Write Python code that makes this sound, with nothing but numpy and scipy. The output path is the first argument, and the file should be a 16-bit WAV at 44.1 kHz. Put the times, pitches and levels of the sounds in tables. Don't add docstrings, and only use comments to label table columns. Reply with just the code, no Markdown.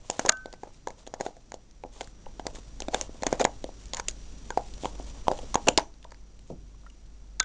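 import sys
import numpy as np
from scipy import signal
from scipy.fft import rfft, irfft
from scipy.io import wavfile
from scipy.ndimage import uniform_filter1d

SR = 44100
rng = np.random.default_rng(int(sys.argv[2]) if len(sys.argv) > 2 else 0)


def put_to_file(sound):
    columns = np.atleast_2d(sound).T
    safe = np.clip(columns, -1, 1)
    whole_steps = np.round(safe * 32767)
    wavfile.write(sys.argv[1], SR, whole_steps.astype(np.int16))


def to_linear_factor(level_db):
    exponent = np.asarray(level_db, float) / 20
    return 10 ** exponent


N = 328104

# start_s, whine_db, hum_db
CAMERA_GAIN = [(0, -73.5, -74.5), (1.8, -76.5, -60), (2.3, -70, -52.5), (3.5, -68, -49.5),
               (5.7, -63.5, -46), (5.9, -75.5, -56), (7.44, -76, -48.5)]
# pitch_hz, level_db
MICROPHONE = [(1500, -1.5), (3300, 2.5), (5300, 1), (6800, 3.5), (7500, 1.5), (8000, -8), (8900, -5.5),
              (9700, -20), (10300, -52)]
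# start_s, level_db, ring_share (of the free ring time)
TAG_HITS = [
    (.294, -39, 1),
    (0.326, -36.5, 1),
    (7.402, -24.5, 0.25),
    (7.429, -40, 0.6),
]
HOLLOW_HZ = 750


def evened(x):
    return x / np.sqrt(np.mean(x ** 2) + 1e-20)


def read(points, hz):
    f, value = np.transpose(points)
    return np.interp(np.log(hz + 1), np.log(f + 1), value)


def curve(rows, axis):
    return np.interp(np.arange(N) / SR, *np.transpose(rows)[[0, axis]])


def add(mix, s, sound):
    part = mix[round(s * SR):][:len(sound)]
    part += sound[:len(part)]


def resonate(x, hz, width):
    return signal.lfilter(*signal.iirpeak(hz, hz / width, SR), x)


def colour(x, points):
    log_gain = np.log(to_linear_factor(read(points, abs(np.fft.fftfreq(4096, 1 / SR)))))
    taps = np.fft.ifft(np.exp(np.conj(signal.hilbert(log_gain)))).real[:2048]
    return signal.oaconvolve(x, taps)[:len(x)]


def drift(per_s):
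    return evened(signal.lfilter(*signal.butter(2, per_s, fs=SR), rng.standard_normal(N)))


def dying(t60s, levels):
    hz, t, z = signal.stft(rng.standard_normal(SR // 2), SR, nperseg=256)
    fade_db = read(levels, hz)[:, None] - 60 * t / read(t60s, hz)[:, None]
    return signal.istft(z * to_linear_factor(fade_db), SR, nperseg=256)[1]


def cracks():
    # start_s, peak_db, length_ms, body_db
    enamel_snaps = [(.1001, -16, 2.1, -17.5), (.1103, -28.5, 2.6, -24), (.2609, -18.5, 3.2, -13),
                    (.2937, -1, 1.5, -12), (.3711, -39, 1.2, -9.5), (1.0739, -37, 3, -9.5),
                    (1.5412, -35, 2.64, -38), (1.7114, -45.5, .43, -24.5), (2.5506, -39, 3.5, -24),
                    (2.8028, -24.5, 3.1, -15), (3.0122, -13, 0.86, -23.5), (3.0215, -37, 5.6, -12),
                    (3.2663, -14.5, 2.7, -7.5), (3.8568, -35.5, 0.29, -27), (3.9348, -17.5, 1.17, -13.5),
                    (3.9461, -23, 1.5, -19), (3.9687, -25, 1.6, -5), (4.0837, -15, 2.6, -51),
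                    (4.094, -31, 3, -32), (4.1015, -35, 1.6, -11), (4.11, -32, 2.9, -15),
                    (5.5431, -19, 3.2, -12), (5.555, -15, 1.3, -12), (5.6854, -6, 1.8, -18),
                    (7.4005, -7, 1.8, -10), (4.5043, -29, 1.5, -2), (3.883, -46, .8, -25)]
    # start_s, peak_db, length_ms
    whole_crunches = [(.194, -18.5, 3), (.2517, -34, 2.2), (.2902, -15, 5), (.3206, -28.5, 2.8),
                      (.6342, -41.5, 3), (.8724, -31, 2.2), (.9043, -38.5, 2.3), (1.139, -35.5, 4),
                      (1.201, -39, 2.6), (1.2089, -25.5, 4.2), (1.261, -43, 8.2), (1.367, -49, 1.5),
                      (1.5198, -31.5, 0.56), (2.0134, -35.5, 2.5), (2.0741, -44, 1), (2.9366, -34, 8.5),
                      (3.2337, -22, 0.98), (3.2776, -43, 4.4), (3.3273, -24, 3.4), (3.3962, -24.5, 6.1),
                      (3.4015, -28, 4.4), (3.4139, -20.5, 2.1), (3.451, -10.5, 1.1), (3.8376, -56, 2.6),
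                      (3.9744, -35, 3.8), (3.981, -38.5, 4.5), (3.9894, -41, 3.1), (3.9974, -23, 2.9),
                      (2.632, -50.5, 1.1), (7.4278, -33.5, 3.3)]
    # start_s, peak_db, length_ms, body_db, pitch_hz
    flakes = [(.4578, -37, 2.2, -9, 4150), (.8838, -39, 1.5, -20, 6800), (1.0666, -39.5, 6.5, -12, 3420),
              (1.2641, -37, 1.8, 2.5, 3670), (1.837, -46.5, 1, 6, 2500), (2.0089, -28, 2.3, -4, 3520),
              (2.3958, -38, 2.8, 0.5, 3200), (2.5573, -37, 1.6, -5, 3570), (2.8209, -26.5, 1.2, -20, 3250),
              (2.8839, -30.5, 1.6, -0.5, 3600), (2.9446, -18, 2.2, -1.5, 3380),
              (3.2226, -30.5, 2.5, -9, 4120), (3.4086, -23, 1.3, -18, 3600), (3.4429, -21, 3, -28, 3820),
              (3.642, -27.5, 0.89, -12, 3470), (4.8356, -44, 4, 0, 3350), (4.8557, -26, 0.33, -2.5, 3200),
              (5.282, -19.5, 2.1, -14, 3320), (5.3893, -32.5, 1.167, -10, 3220),
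              (5.6723, -23, 4, -14, 3040), (5.6842, -8, 3, -28, 3020), (5.7857, -22.5, 1.4, 1, 3820),
              (6.0279, -43.5, 2.1, -30, 3490), (6.0435, -41, 3, -5, 3430), (6.8992, -46, 4, -25, 2800),
              (2.26, -48.5, 2.5, 0, 2670)]
    # start_s, peak_db, length_ms, body_db
    splinters = [(.2842, -32, 4.4, 4), (.5275, -35, 1.4, -12), (.5363, -44.5, 6.3, -2),
                 (2.0426, -40, 3.9, -24), (2.4671, -22, 1.9, -9), (4.5738, -32, 7.5, -1.5),
                 (4.7381, -33, 3.9, -26), (5.3143, -29.5, 3.4, -6.5), (5.7756, -4, 3.3, -15),
                 (5.7948, -27.5, 6, -3), (5.94, -50, 2.2, -9), (6.1067, -47, 2.7, -15),
                 (6.1188, -43.5, 2.9, -2), (6.1453, -46, 0.56, 1.5), (6.3919, -46, 2.5, -16),
                 (7.3982, -17, 2.8, -7)]
    # pitch_hz, width_hz
    shell_modes = [(2850, 160), (3450, 350), (4550, 450)]
    enamel_hz, splinter_hz, piece_spread = 6700, 4830, 0.03
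    enamel_ring, shell_ring = 0.35, 0.55
    t, out = np.arange(900) / SR, np.zeros(N)
    open_air = signal.butter(2, 2600, "high", fs=SR)
    crunches = [(*row, -1.5) for row in whole_crunches]
    kinds = [(enamel_snaps, enamel_hz, enamel_ring), (crunches, enamel_hz, enamel_ring),
             (flakes, None, shell_ring), (splinters, splinter_hz, enamel_ring)]
    for rows, chip_hz, ring_share in kinds:
        noise = rng.standard_normal((30, len(t), 2))
        grip = rng.random((30, len(shell_modes) + 1))
        for (s, db, ms, body_db, *own_hz), z, (piece, *free) in zip(rows, noise, grip):
            hz = own_hz[0] if own_hz else chip_hz * (1 + piece_spread * (2 * piece - 1))
            fade = (1 - np.exp(-t / 0.000096)) * np.exp(-t / (0.0008 * ms))
            uneven = to_linear_factor(11 * uniform_filter1d(z[:, 1], size=9))
            fractures = z[:, 0] * uneven * fade
            shell = sum(share * resonate(fractures, f, width) for share, (f, width) in zip(free, shell_modes))
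            bright = evened(signal.lfilter(*open_air, fractures))
            bright = bright + ring_share * evened(resonate(fractures, hz, 350)) + 0.078 * evened(shell)
            bright = colour(bright, MICROPHONE)
            body = resonate(fractures, 1700, 300) + 1.1 * resonate(fractures, 2100, 500)
            body = resonate(body, 1700, 2400)
            crack = bright / abs(bright).max() + to_linear_factor(body_db) * body / abs(body).max()
            add(out, s - .0003, to_linear_factor(db + 1.5) * crack)
    return out


def knocks():
    # start_s, peak_db, pitch_hz
    clamps = [(.0997, -14.5, 675), (.194, -13, 570), (.458, -24.5, 556), (.5376, -31, 653),
              (1.0746, -28.5, 590), (1.139, -21.5, 625), (1.209, -15, 590), (1.5203, -29.5, 728),
              (1.5418, -26, 568), (1.8496, -26, 524), (2.3966, -21, 655), (2.4552, -28, 627),
              (2.4667, -18.5, 564), (2.5475, -36, 446), (2.585, -36, 390), (3.0101, -36, 610),
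              (3.094, -29.5, 335), (3.146, -36, 327), (3.2669, -12, 590), (3.3277, -8, 524),
              (3.4509, -3.5, 716), (3.6912, -28.5, 580), (4.8357, -21.5, 513), (4.856, -12.5, 820),
              (4.999, -24, 570), (5.2824, -3.5, 750), (5.3153, -11, 614), (5.5557, -4, 760),
              (5.6708, -19, 590), (5.6882, -6, 490)]
    # start_s, peak_db, pitch_hz
    held_knocks = [(.2606, -20, 840), (.3217, -32, 1120), (.6338, -25.5, 696), (.8724, -19.5, 805),
                   (.8836, -32.5, 630), (6.0503, -36, 848), (1.2016, -26.5, 686), (1.2641, -18, 619),
                   (1.8377, -26.5, 699), (2.0098, -25.5, 692), (2.0136, -28, 510), (2.2661, -31.5, 753),
                   (2.8039, -31.5, 700), (2.821, -28.5, 500), (2.884, -18.5, 548), (2.9451, -13.5, 676),
                   (3.2238, -22.5, 440), (3.2342, -18, 726), (3.401, -16, 680), (3.4132, -10, 543),
                   (3.6426, -20.5, 480), (3.935, -28, 630), (3.9972, -24.5, 815), (6.1206, -39.5, 810),
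                   (4.5044, -22, 837), (4.5745, -8.5, 658), (4.8465, -21.5, 660), (5.2703, -26, 870),
                   (5.5435, -15, 970), (5.7844, -9, 800)]
    # start_s, peak_db, pitch_hz
    slips_free = [(.251, -24, 600), (.2675, -24, 468), (.292, -9.5, 1070), (.3002, -22, 1100),
                  (3.938, -38, 870), (2.9345, -24, 665), (3.4088, -15, 470), (3.989, -38, 880),
                  (3.969, -35, 880), (3.981, -34, 880), (5.3018, -27, 526), (5.323, -24.5, 500),
                  (5.389, -30, 714), (5.431, -33, 450), (5.6756, -17.5, 590), (5.682, -14.5, 793),
                  (5.7793, -20, 590), (5.293, -30, 560), (3.345, -33, 600), (7.4022, -16, 1183),
                  (7.4008, -32, 680), (4.084, -35.5, 540), (4.5046, -25, 1400), (4.521, -35, 1290),
                  (1.367, -42.5, 595)]
    # pitch_hz, level_db
    jaw_colour = [(60, -11), (180, -5), (260, 4), (400, 0.5), (950, 0), (1200, -6.5), (2500, -8)]
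    t, out = np.arange(3000) / SR, np.zeros(N)
    kinds = (clamps, 0.0046), (held_knocks, 0.008), (slips_free, 0.016)
    for blows, middling_s in kinds:
        for (s, db, hz), (a, b) in zip(blows, rng.random((30, 2))):
            t60 = middling_s * (1.5 - 0.0055 * (db + 18.5))
            fade = to_linear_factor(-60 * t / (0.79 * t60)) * (1 - np.exp(-t / 0.0027))
            lower_share = (0.39 + .5 * b) * min(1, (HOLLOW_HZ / hz) ** 2)
            lower = lower_share * np.sin(2 * np.pi * hz * (.55 + 0.37 * a) * t)
            ring = np.sin(2 * np.pi * hz * 1.122 * t) + lower
            push = 0.052 * np.sin(2 * np.pi * 190 * t) * to_linear_factor(-60 * t / 0.01)
            blow = -fade * ring - push
            add(out, s - .0004, to_linear_factor(db) * blow / abs(blow).max())
    return colour(out, jaw_colour)


def ticks():
    # start_s, peak_db, pitch_hz
    low_ticks = [(0.2511, -15, 620), (0.2851, -27, 470), (0.2932, -13, 1170), (0.2964, -18, 1160),
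                 (0.3009, -24, 1280), (0.3226, -32, 1130), (0.3273, -36, 1250), (0.5292, -37, 550),
                 (0.6718, -38, 520), (0.9049, -34, 540), (1.0665, -39, 560), (1.2136, -30, 380),
                 (1.2869, -33, 410), (1.861, -36, 460), (2.0736, -39, 200), (2.5304, -38, 360),
                 (2.9482, -21, 360), (2.9622, -29, 780), (2.9751, -34, 400), (3.0017, -31, 740),
                 (3.0126, -27, 730), (3.0157, -28, 520), (3.0194, -35, 520), (3.0306, -36, 320),
                 (3.2699, -21, 900), (3.2729, -26, 300), (3.2756, -27, 200), (3.334, -26, 200),
                 (3.3559, -30, 390), (3.3985, -19, 940), (3.4202, -25, 780), (3.4346, -29, 240),
                 (3.4375, -29, 200), (3.4404, -31, 250), (3.9381, -33, 550), (3.9462, -32, 900),
                 (4.593, -31, 720), (4.6056, -35, 780), (5.0085, -35, 250), (5.4431, -34, 450),
                 (5.6649, -38, 240), (5.7129, -32, 530), (5.776, -13, 450), (5.7787, -13, 430),
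                 (5.7944, -23, 860)]
    # start_s, peak_db, pitch_hz
    middle_ticks = [(0.2095, -42, 1500), (0.214, -40, 1510), (0.2485, -40, 1690), (0.2565, -42, 1590),
                    (0.2614, -31, 1660), (0.3196, -34, 1510), (2.0089, -34, 2190), (2.8316, -46, 1610),
                    (2.9344, -41, 2200), (2.9537, -44, 2310), (2.9591, -43, 1520), (2.97, -42, 2490),
                    (3.2858, -44, 1590), (3.3421, -42, 1450), (3.3459, -42, 1560), (3.4679, -44, 1590),
                    (3.4719, -46, 1300), (3.943, -44, 2060), (3.9603, -44, 1680), (4.8455, -42, 2520),
                    (4.8723, -45, 1340), (5.3228, -46, 1300), (5.5716, -41, 1300), (5.5772, -46, 1300),
                    (5.5799, -43, 1400), (5.6761, -32, 2520), (5.7918, -34, 1460), (5.806, -43, 2390),
                    (5.813, -43, 1390), (5.8192, -45, 2520), (6.1209, -43, 1630)]
    # start_s, peak_db, pitch_hz
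    high_ticks = [(0.1191, -41, 6320), (0.1846, -40, 3680), (0.2046, -38, 6830), (0.2126, -43, 2910),
                  (0.2546, -37, 6100), (0.2576, -39, 6940), (0.2753, -44, 6130), (2.0738, -41, 7030),
                  (2.9192, -44, 5060), (2.958, -38, 6790), (2.9641, -42, 5800), (3.244, -43, 3240),
                  (3.2894, -41, 7010), (3.3198, -43, 7010), (3.3545, -40, 6850), (3.3989, -28, 6550),
                  (3.4615, -42, 6840), (3.8372, -43, 6430), (3.9409, -40, 2620), (4.1054, -41, 6420),
                  (4.5148, -43, 6820), (4.5767, -36, 6760), (4.6758, -43, 5300), (4.8304, -42, 3190),
                  (4.8452, -38, 2610), (4.8487, -41, 6780), (4.8612, -40, 6300), (4.9936, -42, 5760),
                  (5.0087, -43, 3150), (5.0249, -41, 5880), (5.0276, -42, 7030), (5.0979, -44, 3710),
                  (5.2696, -42, 2980), (5.3214, -41, 3310), (5.3716, -42, 3550), (5.3767, -40, 3390),
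                  (5.721, -43, 2940), (7.4114, -40, 3490)]
    t, out = np.arange(900) / SR, np.zeros(N)
    for rows, cycles in (low_ticks, 2.8), (middle_ticks, 5.5), (high_ticks, 12):
        for s, db, hz in rows:
            fade = to_linear_factor(-60 * t * hz / cycles) * (1 - np.exp(-t * hz * 1.3))
            tick = -fade * np.sin(2 * np.pi * hz * t)
            soft_db = 2.5 * min(np.log2(hz / HOLLOW_HZ), 0)
            add(out, s, to_linear_factor(db + soft_db) * tick / abs(tick).max())
    return out


def grind():
    # start_s, length_s, scrape_db, mush_db
    drags = [(0.036, 0.057, -64, -68), (0.086, 0.19, -55, -54.5), (0.245, 0.036, -58, -40),
             (0.464, 0.03, -87, -55.5), (0.632, 0.06, -76, -53), (0.722, 0.049, -67.5, -88),
             (0.969, 0.059, -66, -63), (0.885, 0.046, -73.5, -59), (1.192, 0.097, -57, -55),
             (1.53, 0.028, -68, -61), (1.914, 0.15, -60, -57.5), (2.446, 0.058, -59, -49.5),
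             (2.527, 0.065, -57.5, -55), (2.812, 0.038, -66, -59.5), (2.908, 0.128, -49.5, -53.5),
             (3.228, 0.14, -56.5, -51), (3.392, 0.036, -43, -32.5), (3.79, 0.046, -64, -109),
             (3.945, .06, -57, -52.5), (4.801, 0.077, -52.5, -71), (5.065, 0.04, -60.5, -77),
             (5.263, 0.14, -62, -55), (5.668, 0.03, -47.5, -25), (6.022, 0.12, -98, -66),
             (6.463, 0.064, -69.5, -75)]
    # start_s, level_db
    effort = [(0, -56.5), (.4, -70.5), (.85, -69.5), (1.2, -49.5), (1.7, -87.5), (2.3, -106), (2.7, -58),
              (3.3, -45.5), (3.6, -65), (4.3, -70), (4.9, -48), (5.7, -54), (5.84, -60), (5.95, -77.5)]
    # pitch_hz, width_hz, level_db
    mouth_modes = [(274, 29, -9.5), (590, 220, 7), (879.6, 200, -0.5), (1650, 260, -18)]
    slips = rng.standard_normal((2, N)) * to_linear_factor(2.4 * np.minimum(rng.exponential(1, (2, N)), 4))
    slips *= rng.random((2, N)) < np.array([[14000], [1500]]) / SR
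    scrape = colour(signal.lfilter(*signal.butter(2, 2000, "high", fs=SR), slips[0]), MICROPHONE)
    mush = np.zeros(N)
    for hz, width, db in mouth_modes:
        mush += to_linear_factor(db) * resonate(resonate(slips[1], hz, 2 * width), hz, 2 * width)
    effort_db = curve(effort, axis=1)
    bright = to_linear_factor(curve(CAMERA_GAIN, axis=1) + 6 + 0.059 * (effort_db - effort_db[0]))
    dull = to_linear_factor(effort_db - 10.5)
    for s, length, scrape_db, mush_db in drags:
        stroke = np.sin(np.pi * np.linspace(0, 1, round(1.32 * length * SR)) ** 0.78)
        add(bright, s, to_linear_factor(scrape_db) * stroke)
        add(dull, s, to_linear_factor(mush_db) * stroke)
    clumps = to_linear_factor(1.8 * drift(50))
    return clumps * (bright * evened(scrape) + dull * evened(mush))


def buzz():
    # start_s, level_db, pitch_hz, width_hz, t60_s
    rattles = [(5.69, -48, 2900, 220, .25), (5.69, -46, 7100, 300, .18), (5.69, -46, 2000, 1400, .15),
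               (5.79, -48, 5950, 300, .25), (5.785, -42, 2800, 1800, .16), (5.79, -45, 1410, 400, .12),
               (3.27, -43, 1700, 900, .1), (3.33, -44, 1600, 900, .12), (3.455, -42, 1800, 900, .1),
               (7.4008, -21, 3880, 150, .022), (7.405, -38, 3500, 150, .06), (2.95, -46, 2200, 900, .12),
               (3.936, -46, 990, 120, .35), (5.56, -43, 1400, 500, .1), (7.4285, -41, 3500, 150, .04)]
    t, out = np.arange(9000) / SR, np.zeros(N)
    for (s, db, hz, width, t60), z in zip(rattles, rng.standard_normal((20, len(t)))):
        ring = evened(resonate(resonate(z, hz, 2 * width), hz, 2 * width))
        add(out, s, to_linear_factor(db - 60 * t / t60) * (1 - np.exp(-t / .0015)) * ring)
    return out


def smacks():
    # start_s, peak_db, pitch_hz, t60_s
    bubbles = [
        (6.737, -57, 900, .01),
        (6.745, -52, 850, .022),
        (6.834, -51, 950, .014),
        (6.844, -50, 520, .015),
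        (6.863, -42.5, 1050, .032),
        (6.864, -48, 1450, .018),
    ]
    rise, rise_s, rough = .33, .002, .8
    t, out = np.arange(2000) / SR, np.zeros(N)
    climb = np.cumsum(1 + rise * (1 - np.exp(-t / rise_s))) / SR
    for (s, db, hz, t60), z in zip(bubbles, rng.standard_normal((10, len(t)))):
        ragged = 1 + rough * evened(uniform_filter1d(z, size=70))
        fade = to_linear_factor(db + 3.5 - 60 * t / t60) * (1 - np.exp(-t / .0008))
        add(out, s, fade * ragged * np.sin(2 * np.pi * hz * climb))
    return out


def tag():
    # pitch_hz, level_db, t60_s
    metal_modes = [(1278, -12, .35), (1529, 0, .45), (1572, -10, .08), (2775, -20, .15), (3480, -16, .06)]
    t, out = np.arange(SR // 2) / SR, np.zeros(N)
    for s, hit_db, share in TAG_HITS:
        for k, (hz, db, t60) in enumerate(metal_modes):
            fade = to_linear_factor(hit_db + db - 60 * t / (t60 * share))
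            add(out, s, (-1) ** k * fade * np.sin(2 * np.pi * hz * t))
    return out


def room(x):
    # pitch_hz, t60_s
    echo_times = [(150, 0.41), (600, 0.21), (1200, 0.21), (3000, .13), (7000, 0.25)]
    # pitch_hz, level_db
    reflected = [(200, -16.5), (700, -11), (1400, -16), (2300, -28.5), (2900, -26.5), (3800, -36),
                 (6200, -33.5), (7000, -23), (8000, -34.5)]
    tail = dying(echo_times, reflected) / 25
    swell = np.minimum(np.arange(len(tail)) / (.008 * SR), 1)
    return signal.fftconvolve(x, tail * swell)[:N]


def thump():
    # (pitch_hz, t60_s)
    far_door = (6.5, -27.5, [(60, 0.86), (200, 0.58), (450, 0.14), (900, 0.087), (1500, 0.035)])
    s, db, t60s = far_door
    thud = dying(t60s, [(60, -5.5), (150, -5.0), (800, -1.5), (1400, -43), (5000, -46)])
    swell = np.minimum(np.arange(len(thud)) / (0.0031 * SR), 1)
    out = np.zeros(N)
    add(out, s, to_linear_factor(db) * thud / abs(thud).max() * swell)
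    return out


def background():
    # pitch_hz, level_db (per Hz)
    air_colour = [(6, -6), (24, -0.5), (38, -10.5), (65, -15.5), (150, -21), (260, -23.5), (420, -30.5),
                  (1420, -41), (3440, -47.5), (6000, -43.5), (10300, -73.5)]
    hum_hz, whine_hz, air_db = 48.4, 5821, -51
    t, whine_db = np.arange(N) / SR, curve(CAMERA_GAIN, axis=1)
    spectrum = rfft(rng.standard_normal(N)) * to_linear_factor(read(air_colour, np.fft.rfftfreq(N, 1 / SR)))
    air = to_linear_factor(air_db + 0.79 * (whine_db - whine_db[-1])) * evened(irfft(spectrum, N))
    unsteady = resonate(resonate(rng.standard_normal(N), hum_hz, 6), hum_hz, 6)
    motor = np.sin(2 * np.pi * hum_hz * t) + .2 * evened(unsteady)
    whine_level = to_linear_factor(whine_db + 3.0 + 1.5 * drift(40))
    whine = whine_level * np.sin(2 * np.pi * whine_hz * t + 0.37 * drift(30))
    return air + to_linear_factor(curve(CAMERA_GAIN, axis=2) + 4.0) * motor + whine


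def scene():
    blows, snaps = knocks() + ticks(), cracks()
    coupled = np.ones(N)
    for s, *_ in TAG_HITS:
        coupled[round((s - .005) * SR):round((s + .012) * SR)] = .3
    dog = blows + snaps + tag() + grind() + buzz() + smacks()
    echoes = room(blows + coupled * snaps)
    return (dog + echoes + thump() + background())[None]


def low_pass(x):
    return signal.sosfilt(signal.butter(12, 10470, fs=SR, output="sos"), x)


def record(dry):
    edge = signal.butter(12, 9750, fs=SR, output="sos")
    mix = np.clip(signal.sosfilt(edge, dry), -1, 1)
    return low_pass(mix)


dry = scene()
out = record(dry)
put_to_file(out)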